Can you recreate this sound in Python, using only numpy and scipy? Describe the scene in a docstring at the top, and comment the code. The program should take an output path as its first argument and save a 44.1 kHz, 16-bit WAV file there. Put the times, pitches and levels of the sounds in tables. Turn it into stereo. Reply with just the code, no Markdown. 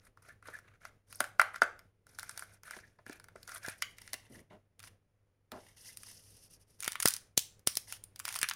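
"""At a table in a quiet room, close to a pair of microphones, hands pry a thin plastic shell open,
turn it over, then press a small foil wrapper. The shell cracks (noise bursts) and rings in its hollow
(damped sines), the foil snaps brightly (wider noise bursts). Fingers rub, squeak and thud (filtered noise),
some snaps carry low pulses, and a hum lies under the room noise.
A noise gate lets the background sink whenever the hands are still."""
import sys
import numpy as np
from scipy import signal
from scipy.fft import rfft, irfft
from scipy.io import wavfile
from scipy.ndimage import uniform_filter1d

SR = 44100
rng = np.random.default_rng(int(sys.argv[2]) if len(sys.argv) > 2 else 0)


def digitize_waveform(pressure):
    """Quantize a signal to 16-bit integers and store it at the path in sys.argv[1].

    Rows of a 2-D input are taken as channels; values are limited to [-1, 1].
    """
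    field = np.atleast_2d(pressure).T
    bounded = np.clip(field, -1, 1)
    quanta = np.round(bounded * 32767).astype(np.int16)
    wavfile.write(sys.argv[1], SR, quanta)


N = 377055

# Finger strokes over plastic and foil. Each row: start in seconds, length in seconds,
# dull body rustle in dB, bright skin rustle in dB (both rms before the swell of the stroke).
STROKES = [(0, 0.088, -65.5, -71), (0.22, 0.12, -61, -67), (0.436, 0.17, -55, -64),
           (0.629, 0.14, -63.5, -82), (0.8, 0.1, -59.5, -69.5), (1.065, 0.23, -65.5, -60.5),
           (1.53, 0.061, -53.5, -62), (2.072, 0.13, -68, -68), (2.17, 0.32, -58.5, -60),
           (2.46, 0.12, -64, -68.5), (2.634, 0.18, -53, -59.5), (2.778, 0.21, -72, -77.5),
           (3.052, 0.13, -56, -65), (3.348, 0.16, -68, -71), (3.469, 0.12, -48, -53),
           (3.613, 0.13, -46.5, -54.5), (3.743, 0.21, -69, -68.5), (3.963, 0.25, -63, -64.5),
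           (4.101, 0.19, -65.5, -73.5), (4.288, 0.13, -65.5, -65), (4.496, 0.061, -63.5, -80),
           (4.82, 0.07, -59.5, -59.5), (5.514, 0.26, -67.5, -68), (5.761, 0.2, -64.5, -58.5),
           (5.853, 0.057, -62.5, -53.5), (5.959, 0.25, -65.5, -58), (6.059, 0.046, -64.5, -59),
           (6.167, 0.26, -78, -63.5), (6.397, 0.089, -80.5, -63), (6.491, 0.08, -81.5, -62.5),
           (6.594, 0.045, -79.5, -67.5), (6.664, 0.125, -79, -70), (6.786, 0.16, -58.5, -56),
           (6.991, 0.2, -67, -52), (7.868, 0.11, -56, -53.5), (8.236, 0.17, -50.5, -52)]

FOIL_FROM_S = 4.7   # the shell is put down, the wrapper taken up
LEAD_S = .008   # short rise ahead of each crack


def amp(db):
    """Decibels to gain."""
    return 10 ** (np.asarray(db) / 20)


def rms_one(x):
    """Scale to unit rms."""
    return x / np.sqrt(np.mean(x ** 2) + 1e-20)


def band(x, low_hz, high_hz):
    """Butterworth band-pass."""
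    edges_hz = [low_hz, min(high_hz, .45 * SR)]
    return signal.sosfilt(signal.butter(2, edges_hz, "band", fs=SR, output="sos"), x)


def resonance(x, hz, width_hz):
    """Two-pole resonance with gain 1 on top."""
    r = np.exp(-np.pi * width_hz / SR)
    feedback = [1, -2 * r * np.cos(2 * np.pi * hz / SR), r * r]
    return signal.lfilter([(1 - r * r) / 2, 0, (r * r - 1) / 2], feedback, x)


def dying(seconds, t60):
    """Envelope falling 60 dB in t60 seconds."""
    return amp(-60 * np.arange(int(seconds * SR)) / SR / t60)


def stereo_noise(size, alike):
    """Two channels of noise whose correlation is alike, from 0 to 1."""
    mid, side = rng.standard_normal((2, size))
    alike = np.clip(alike, 0, 1)
    return np.sqrt((1 + alike) / 2) * mid + np.sqrt((1 - alike) / 2) * side * [[1], [-1]]


def add(out, s, burst, db):
    """Mix a burst in with its peak at the given level."""
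    at = max(int(s * SR), 0)
    burst = burst[:, :N - at]
    out[:, at:at + burst.shape[1]] += amp(db) * burst / np.abs(burst).max()


def background():
    """Room noise and a slightly wavering mains hum, both stronger on the left."""
    # Spectrum of the room's air. Each row: frequency in Hz, relative density in dB per Hz.
    air_curve = np.array([(20, -14), (45, -11), (100, -11), (170, -16.5), (330, -23), (480, -20),
                          (850, -31), (2200, -34.5), (4000, -45), (16000, -50)])
    air_db, hum_db, hum_hz = -68.5, -69.5, 100.5   # rms levels ahead of the left-right tilt
    hz = np.maximum(np.arange(N // 2 + 1) * SR / N, 1)
    curve_db = np.interp(np.log(hz), np.log(air_curve[:, 0]), air_curve[:, 1])
    air = irfft(rfft(stereo_noise(N, 1.0)) * amp(curve_db), N)
    steady = np.sin(2 * np.pi * hum_hz * np.arange(N) / SR)
    waver = rms_one(resonance(stereo_noise(N, 0.11), hum_hz, 13.0))
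    hum = steady + .5 * waver
    tilt = amp([[1.2], [-1.2]])
    return (amp(air_db) * rms_one(air) + amp(hum_db) * rms_one(hum)) * tilt


def ring_hz(s):
    """Pitch of the hollow at a moment: it follows how the shell is held open."""
    # Ring pitch, gliding from row to row. Each row: time in seconds, pitch in Hz.
    pitch_path = [(0, 1381), (2.6, 1529), (2.9, 1767), (3.5, 1410), (3.8, 2015), (5, 2030)]
    return np.interp(s, *np.transpose(pitch_path))


def lumps(size, count):
    """Uneven grip: count small slips a second that swell and die in a few ms over a steady drag."""
    slip_db = 3.3 * np.minimum(rng.exponential(1, size), 4)
    slips = (rng.random(size) < count / SR) * amp(slip_db)
    return 1 + signal.lfilter([.02], [1, -1.98, .9801], slips)


def rubbing():
    """Skin drags over plastic or foil: strokes swell and fade, a dull rustle under a bright hiss."""
    # Dull resonances. 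Each row: ratio to the ring pitch, width in Hz, relative level in dB.
    body_modes = [(.45, 402.8, -13.5), (1, 496.7, -4.5), (1.35, 598, -10.5)]
    # Bright bands of the skin. Each row: low edge in Hz, high edge in Hz, relative level in dB.
    skin_bands = [(2485, 3800, 0.5), (4420, 6550, 4), (8200, 12800, 1)]
    foil_grip = .5   # skin slides more evenly on foil: exponent on the lumps of the bright hiss
    out = np.zeros((2, N))
    for s, length, body_db, bright_db in STROKES:
        at = max(int(s * SR), 0)
        arch = np.sin(np.linspace(0, np.pi, int(length * SR))[:N - at]) ** 0.5
        size = len(arch)
        noise = stereo_noise(size, 0.26)
        together = lumps(size, count=45)   # slips shared by rustle and hiss
        grip = foil_grip if s > FOIL_FROM_S else 1
        body, bright = 0, 0
        for ratio, width, db in body_modes:
            hz = ratio * ring_hz(s)
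            rustle = resonance(resonance(noise, hz, width), hz, 2.1 * width)
            body = body + amp(db) * lumps(size, count=40) * rustle
        for low_hz, high_hz, db in skin_bands:
            hiss = band(noise, low_hz, high_hz)
            bright = bright + amp(db) * lumps(size, count=50) ** grip * hiss
        stroke = amp(body_db) * rms_one(body * together)
        stroke = stroke + amp(bright_db) * rms_one(bright * together ** grip)
        out[:, at:at + size] += arch * stroke
    return out


def crack(low_hz, high_hz, t60, alike):
    """A faint noise swells, then a short burst; each facet favours a pitch of its own."""
    lead = amp(-21) * dying(LEAD_S, 0.016)[::-1]
    shape = np.concatenate([lead, dying(0.043, t60)])
    noise = stereo_noise(len(shape), alike) * shape
    noise[:, len(lead)] += 1.5   # a one-sample click starts the burst
    facet_hz = low_hz * (high_hz / low_hz) ** rng.uniform(0.085, .9)
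    facet = resonance(noise, facet_hz, .3 * facet_hz)
    return band(noise + amp(-4) * facet, low_hz, high_hz)


def scattered(runs, per_s):
    """Random snaps within each run, as rows of start in seconds, bright dB, dull dB."""
    dull_db, spread_db = -3.5, 6   # dull part against bright part; sizes vary up to this either way
    rows = []
    for s, length, db in runs:
        count = max(round(per_s * length), 1)
        for when, size, dull in rng.random((count, 3)):
            level_db = db + spread_db * (2 * size - 1)
            duller_db = level_db + dull_db + spread_db * (2 * dull - 1)
            rows.append((s + when * length, level_db, duller_db))
    return rows


def stray_ticks():
    """Every stroke on the shell lets a few small creases click, louder the harder the skin drags."""
    over_db, ticks_per_s = 6, 14   # mean tick peak over the stroke's hiss
    runs = [(s, length, db + over_db) for s, length, _, db in STROKES if s < FOIL_FROM_S]
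    return scattered(runs, ticks_per_s)


def shell():
    """Each crack is a bright tick, the damped modes of the hollow halves, and a broad plastic rattle."""
    # Cracks and ticks. Each row: time in seconds, bright crack peak in dB, hollow ring peak in dB.
    shell_cracks = [(0.1731, -58.5, -46), (0.426, -57, -42.5), (0.4851, -59, -31), (0.588, -45.5, -39),
                    (0.852, -36.5, -29.5), (1.1269, -31.5, -42.5), (1.2047, -13.5, -11.5),
                    (1.2415, -29.5, -25), (1.396, -21.5, -1.5), (1.415, -20.5, -9), (1.5433, -47, -27.5),
                    (1.5599, -35.5, -26.5), (1.6189, -22, -2.5), (1.6338, -28.5, -22),
                    (1.792, -39.5, -40.5), (2.0678, -46, -47), (2.1874, -31, -28), (2.195, -26.5, -36),
                    (2.23, -29, -29), (2.294, -27.5, -31), (2.376, -26, -30.5), (2.394, -27.5, -36),
                    (2.423, -37, -29.5), (2.634, -36, -41.5), (2.7093, -31, -28.5), (2.7652, -46, -34),
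                    (3.0645, -42.5, -34), (3.096, -39, -35), (3.129, -37, -51), (3.1988, -40, -41),
                    (3.242, -38.5, -42.5), (3.2851, -45, -40.5), (3.3597, -45.5, -39.5), (3.4305, -37, -55),
                    (3.477, -34, -38), (3.493, -32.5, -37), (3.519, -41, -36), (3.663, -28.5, -36),
                    (3.685, -25.5, -24.5), (3.8224, -18.5, -10), (3.984, -34.5, -35), (4.018, -40, -37),
                    (4.0767, -36.5, -35.5), (4.1327, -21, -26.5), (4.1405, -25, -25.5),
                    (4.3924, -52, -42.5)]
    # Modes of the hollow. Each row: ratio to the ring pitch, 60 dB decay in seconds, relative level in dB.
    hollow_modes = [(.6, .010, -17), (1.0, .0065, 0), (1.42, .012, -13)]
    rattle_db = -10   # against the ring
    out = np.zeros((2, N))
    t = np.arange(int(.04 * SR)) / SR
    onset = (1 - np.exp(-t / .0006)) ** 2   # the seam gives way over a cycle or two
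    for s, crack_db, ring_db in shell_cracks + stray_ticks():
        hz = ring_hz(s) * np.exp(rng.normal(0, .03))   # the grip detunes it
        add(out, s - LEAD_S, crack(1800, 15000, 0.007, 0.42), crack_db)
        add(out, s - LEAD_S, crack(.55 * hz, 2.2 * hz, 0.022, .85), ring_db + rattle_db)
        rings = 0
        for ratio, t60, db in hollow_modes:
            vary_db = 2.0 * rng.normal(0, 1, (2, 1))   # each mode and side differs
            rings = rings + amp(db + vary_db) * np.sin(2 * np.pi * ratio * hz * t) * dying(.04, t60)
        add(out, s, band(rings * onset, 0.49 * hz, 12.0 * hz), ring_db)
    return out


def squeaks():
    """Stick and slip of skin: a short swell of narrow noise around one pitch."""
    # Fingertips on smooth plastic. Each row: start in seconds, length in seconds, pitch in Hz, peak in dB.
    squeak_rows = [(0.281, 0.042, 1680, -44.5), (0.525, 0.041, 1710, -35), (2.672, 0.016, 1450, -41),
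                   (2.73, 0.015, 1800, -34), (2.825, 0.031, 1800, -44.5), (3.641, 0.026, 1670, -28.5),
                   (4.339, 0.033, 1890, -44), (5.88, 0.031, 1970, -45)]
    width_hz = 255
    out = np.zeros((2, N))
    for s, length, hz, db in squeak_rows:
        swell = np.hanning(int(length * SR)) ** .5
        noise = stereo_noise(len(swell), 1.0)
        tone = resonance(resonance(noise, hz, width_hz), hz, 2 * width_hz)
        add(out, s, tone * swell, db)
    return out


def thud(hz):
    """A dull, noisy knock that lasts a few cycles of its pitch."""
    shape = dying(0.14, 0.018 + 8.0 / hz)
    knock = band(stereo_noise(len(shape), 1.0) * shape, 0.5 * hz, 1.9 * hz)
    return band(knock, 0.63 * hz, 5000)


def bumps():
    """Soft flesh gives dull thuds; scuffs and rolls give a longer rumble."""
    # Dull bumps of fingers. Each row: time in seconds, peak in dB, pitch in Hz.
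    bump_rows = [(0.483, -40, 576), (1.203, -27, 467), (1.619, -20.5, 431), (2.766, -43, 338),
                 (2.988, -50.5, 780), (3.062, -48.5, 208), (3.096, -37.5, 283), (3.356, -41.5, 365),
                 (4.135, -42.5, 364)]
    # Knuckles scuffing the table, the pack rolling into the palm.
    # Each row: start in seconds, length in seconds, peak in dB, centre in Hz.
    scuff_rows = [(4.301, 0.12, -47.5, 196), (4.508, 0.064, -45.5, 387), (5.519, .07, -37, 553)]
    out = np.zeros((2, N))
    for s, db, hz in bump_rows:
        add(out, s, thud(hz), db)
    for s, length, db, hz in scuff_rows:
        roll = np.concatenate([np.linspace(1, .4, int(length * SR)), 0.33 * dying(0.11, 0.055)])
        add(out, s, band(stereo_noise(len(roll), 0.55) * roll, 0.39 * hz, 1.9 * hz), db)
    return out


def pops():
    """Some snaps carry one dry low pulse, from bass to middle, mostly on the left."""
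    # Low pulses. Each row: time in seconds, peak in dB.
    pop_rows = [(3.682, -26.5), (6.878, -27), (7.056, -10), (7.377, -17), (7.673, -19), (7.771, -32.5),
                (8.43, -30)]
    out = np.zeros((2, N))
    pulse = band(dying(.04, 0.00073) * [[1], [.2]], 100, 760)
    for s, db in pop_rows:
        add(out, s, -pulse, db)
    return out


def foil():
    """Foil creases snap broadly: a bright crack over a duller one."""
    # Single snaps. Each row: time in seconds, bright crack peak in dB, mid crack peak in dB.
    foil_snaps = [(4.794, -37, -45.5), (4.802, -41, -38.5), (4.829, -38.5, -46.5), (4.839, -45, -36),
                  (5.5185, -30.5, -28.5), (5.972, -27, -43), (6.0334, -34.5, -39.5), (6.8045, -24.5, -43),
                  (6.8325, -28, -25.5), (6.8516, -27, -28), (6.8785, -15.5, -16.5), (6.92, -20.5, -33),
                  (6.931, -31, -35), (6.9553, -33, -18.5), (7.0019, -18, -25), (7.0252, -14.5, -53),
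                  (7.0293, -16, -26), (7.057, -2.5, -8.5), (7.0757, -5.5, -26), (7.084, -9, -28),
                  (7.1064, -16.5, -49.5), (7.1383, -19, -51.5), (7.165, -25, -37.5), (7.3768, -3.5, -18),
                  (7.3921, -16.5, -31), (7.594, -44.5, -62.5), (7.673, -5.5, -19), (7.754, -25, -42),
                  (7.771, -12.5, -29.5), (7.9245, -17.5, -27), (8.039, -31.5, -59), (8.16, -33.5, -37.5),
                  (8.193, -27, -45.5), (8.1992, -23.5, -28), (8.253, -18, -23.5), (8.2798, -24.5, -24),
                  (8.289, -27, -29), (8.306, -38, -33), (8.326, -24, -33), (8.342, -26.5, -34),
                  (8.354, -24, -41), (8.3594, -24, -21), (8.364, -22.5, -40), (8.389, -19.5, -31),
                  (8.415, -18, -23), (8.421, -32, -28), (8.43, -9.5, -9.5), (8.442, -34, -19.5),
                  (8.488, -17, -21), (8.497, -21.5, -33), (8.5115, -39, -16), (8.536, -27, -41)]
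    # Wrapper squeezed into runs of small random snaps.
    # Each row: start in seconds, length in seconds, mean bright peak in dB.
    crumple_runs = [(4.848, 0.036, -47), (6.818, 0.059, -27), (6.99, .18, -41)]
    out = np.zeros((2, N))
    for s, crack_db, mid_db in foil_snaps + scattered(crumple_runs, per_s=70):
        add(out, s - LEAD_S, crack(2590, 16600, 0.008, 0.14), crack_db)
        add(out, s - LEAD_S, crack(1100, 2990, 0.0087, 0.45), mid_db)
    return out


def tail(db, t60):
    """Decay that gives noise the stated total energy, whatever its length."""
    return amp(db) * dying(.5, t60) / np.sqrt(t60 * SR / np.log(1e6))


def room(x):
    """Quick reflections off table and hands, then the diffuse tail of the room."""
    near = tail(db=-8.5, t60=0.033)
    far = tail(db=-12.5, t60=0.31)
    low = tail(db=-7, t60=0.35)   # the lower middle lingers
    top_hz = 7500
    top = far * dying(.5, 0.94)   # the treble loses a further 60 dB in 0.94 s
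    noise = stereo_noise(len(far), 0.016)
    echo = noise * near
    echo = echo + band(noise * far, 100, top_hz)
    echo = echo + band(noise[::-1] * top, top_hz, 18000)
    echo = echo + band(stereo_noise(len(low), 0.39) * low, 320, 850)
    echo[:, :60] = 0   # samples of silence before the first reflection
    return signal.fftconvolve(band(x, 290, 18000), echo, axes=1)[:, :N]


def scene():
    """Hand sounds with their room, and dry low pulses, over the background."""
    right_lag = 8   # samples, the hands sit nearer the left capsule
    hands = shell() + foil() + bumps() + rubbing() + squeaks()
    hands = hands + room(hands) + pops()
    hands[1] = np.roll(hands[1], right_lag)
    return hands + background()


def record(dry):
    """Capsule colour, a gate that opens on sound above the hum, soft peaks, a steep top cut."""
    # Colour of the two capsules. Each row: centre in Hz, width in Hz, left gain in dB, right gain in dB.
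    capsule_colour = [(5390, 1800, -4, 7), (7530, 1300, -6.5, 3.5), (9520, 950, 13, -20),
                      (11200, 2600, -0.5, -14.5)]
    x = dry
    for hz, width, left_db, right_db in capsule_colour:
        x = x + (amp([[left_db], [right_db]]) - 1) * resonance(x, hz, width)
    power = np.mean(band(x, 590, 15000) ** 2, axis=0)
    level_db = 10 * np.log10(uniform_filter1d(power, size=441) + 1e-12)
    fall_db = 200 * np.arange(N) / SR   # release of 200 dB per s
    held_db = np.maximum.accumulate(level_db + fall_db) - fall_db
    # below -61 dB the gate closes by 0.62 dB per dB, down to -12 dB
    gain_db = uniform_filter1d(np.clip(0.62 * (held_db + 61), -12, 0), size=221)
    x = x * amp(gain_db)
    x = .95 * np.tanh(x / .95)   # the loudest peaks are rounded
    return signal.sosfilt(signal.cheby2(12, 70, 17000, fs=SR, output="sos"), x)


dry = scene()
out = record(dry)
digitize_waveform(out)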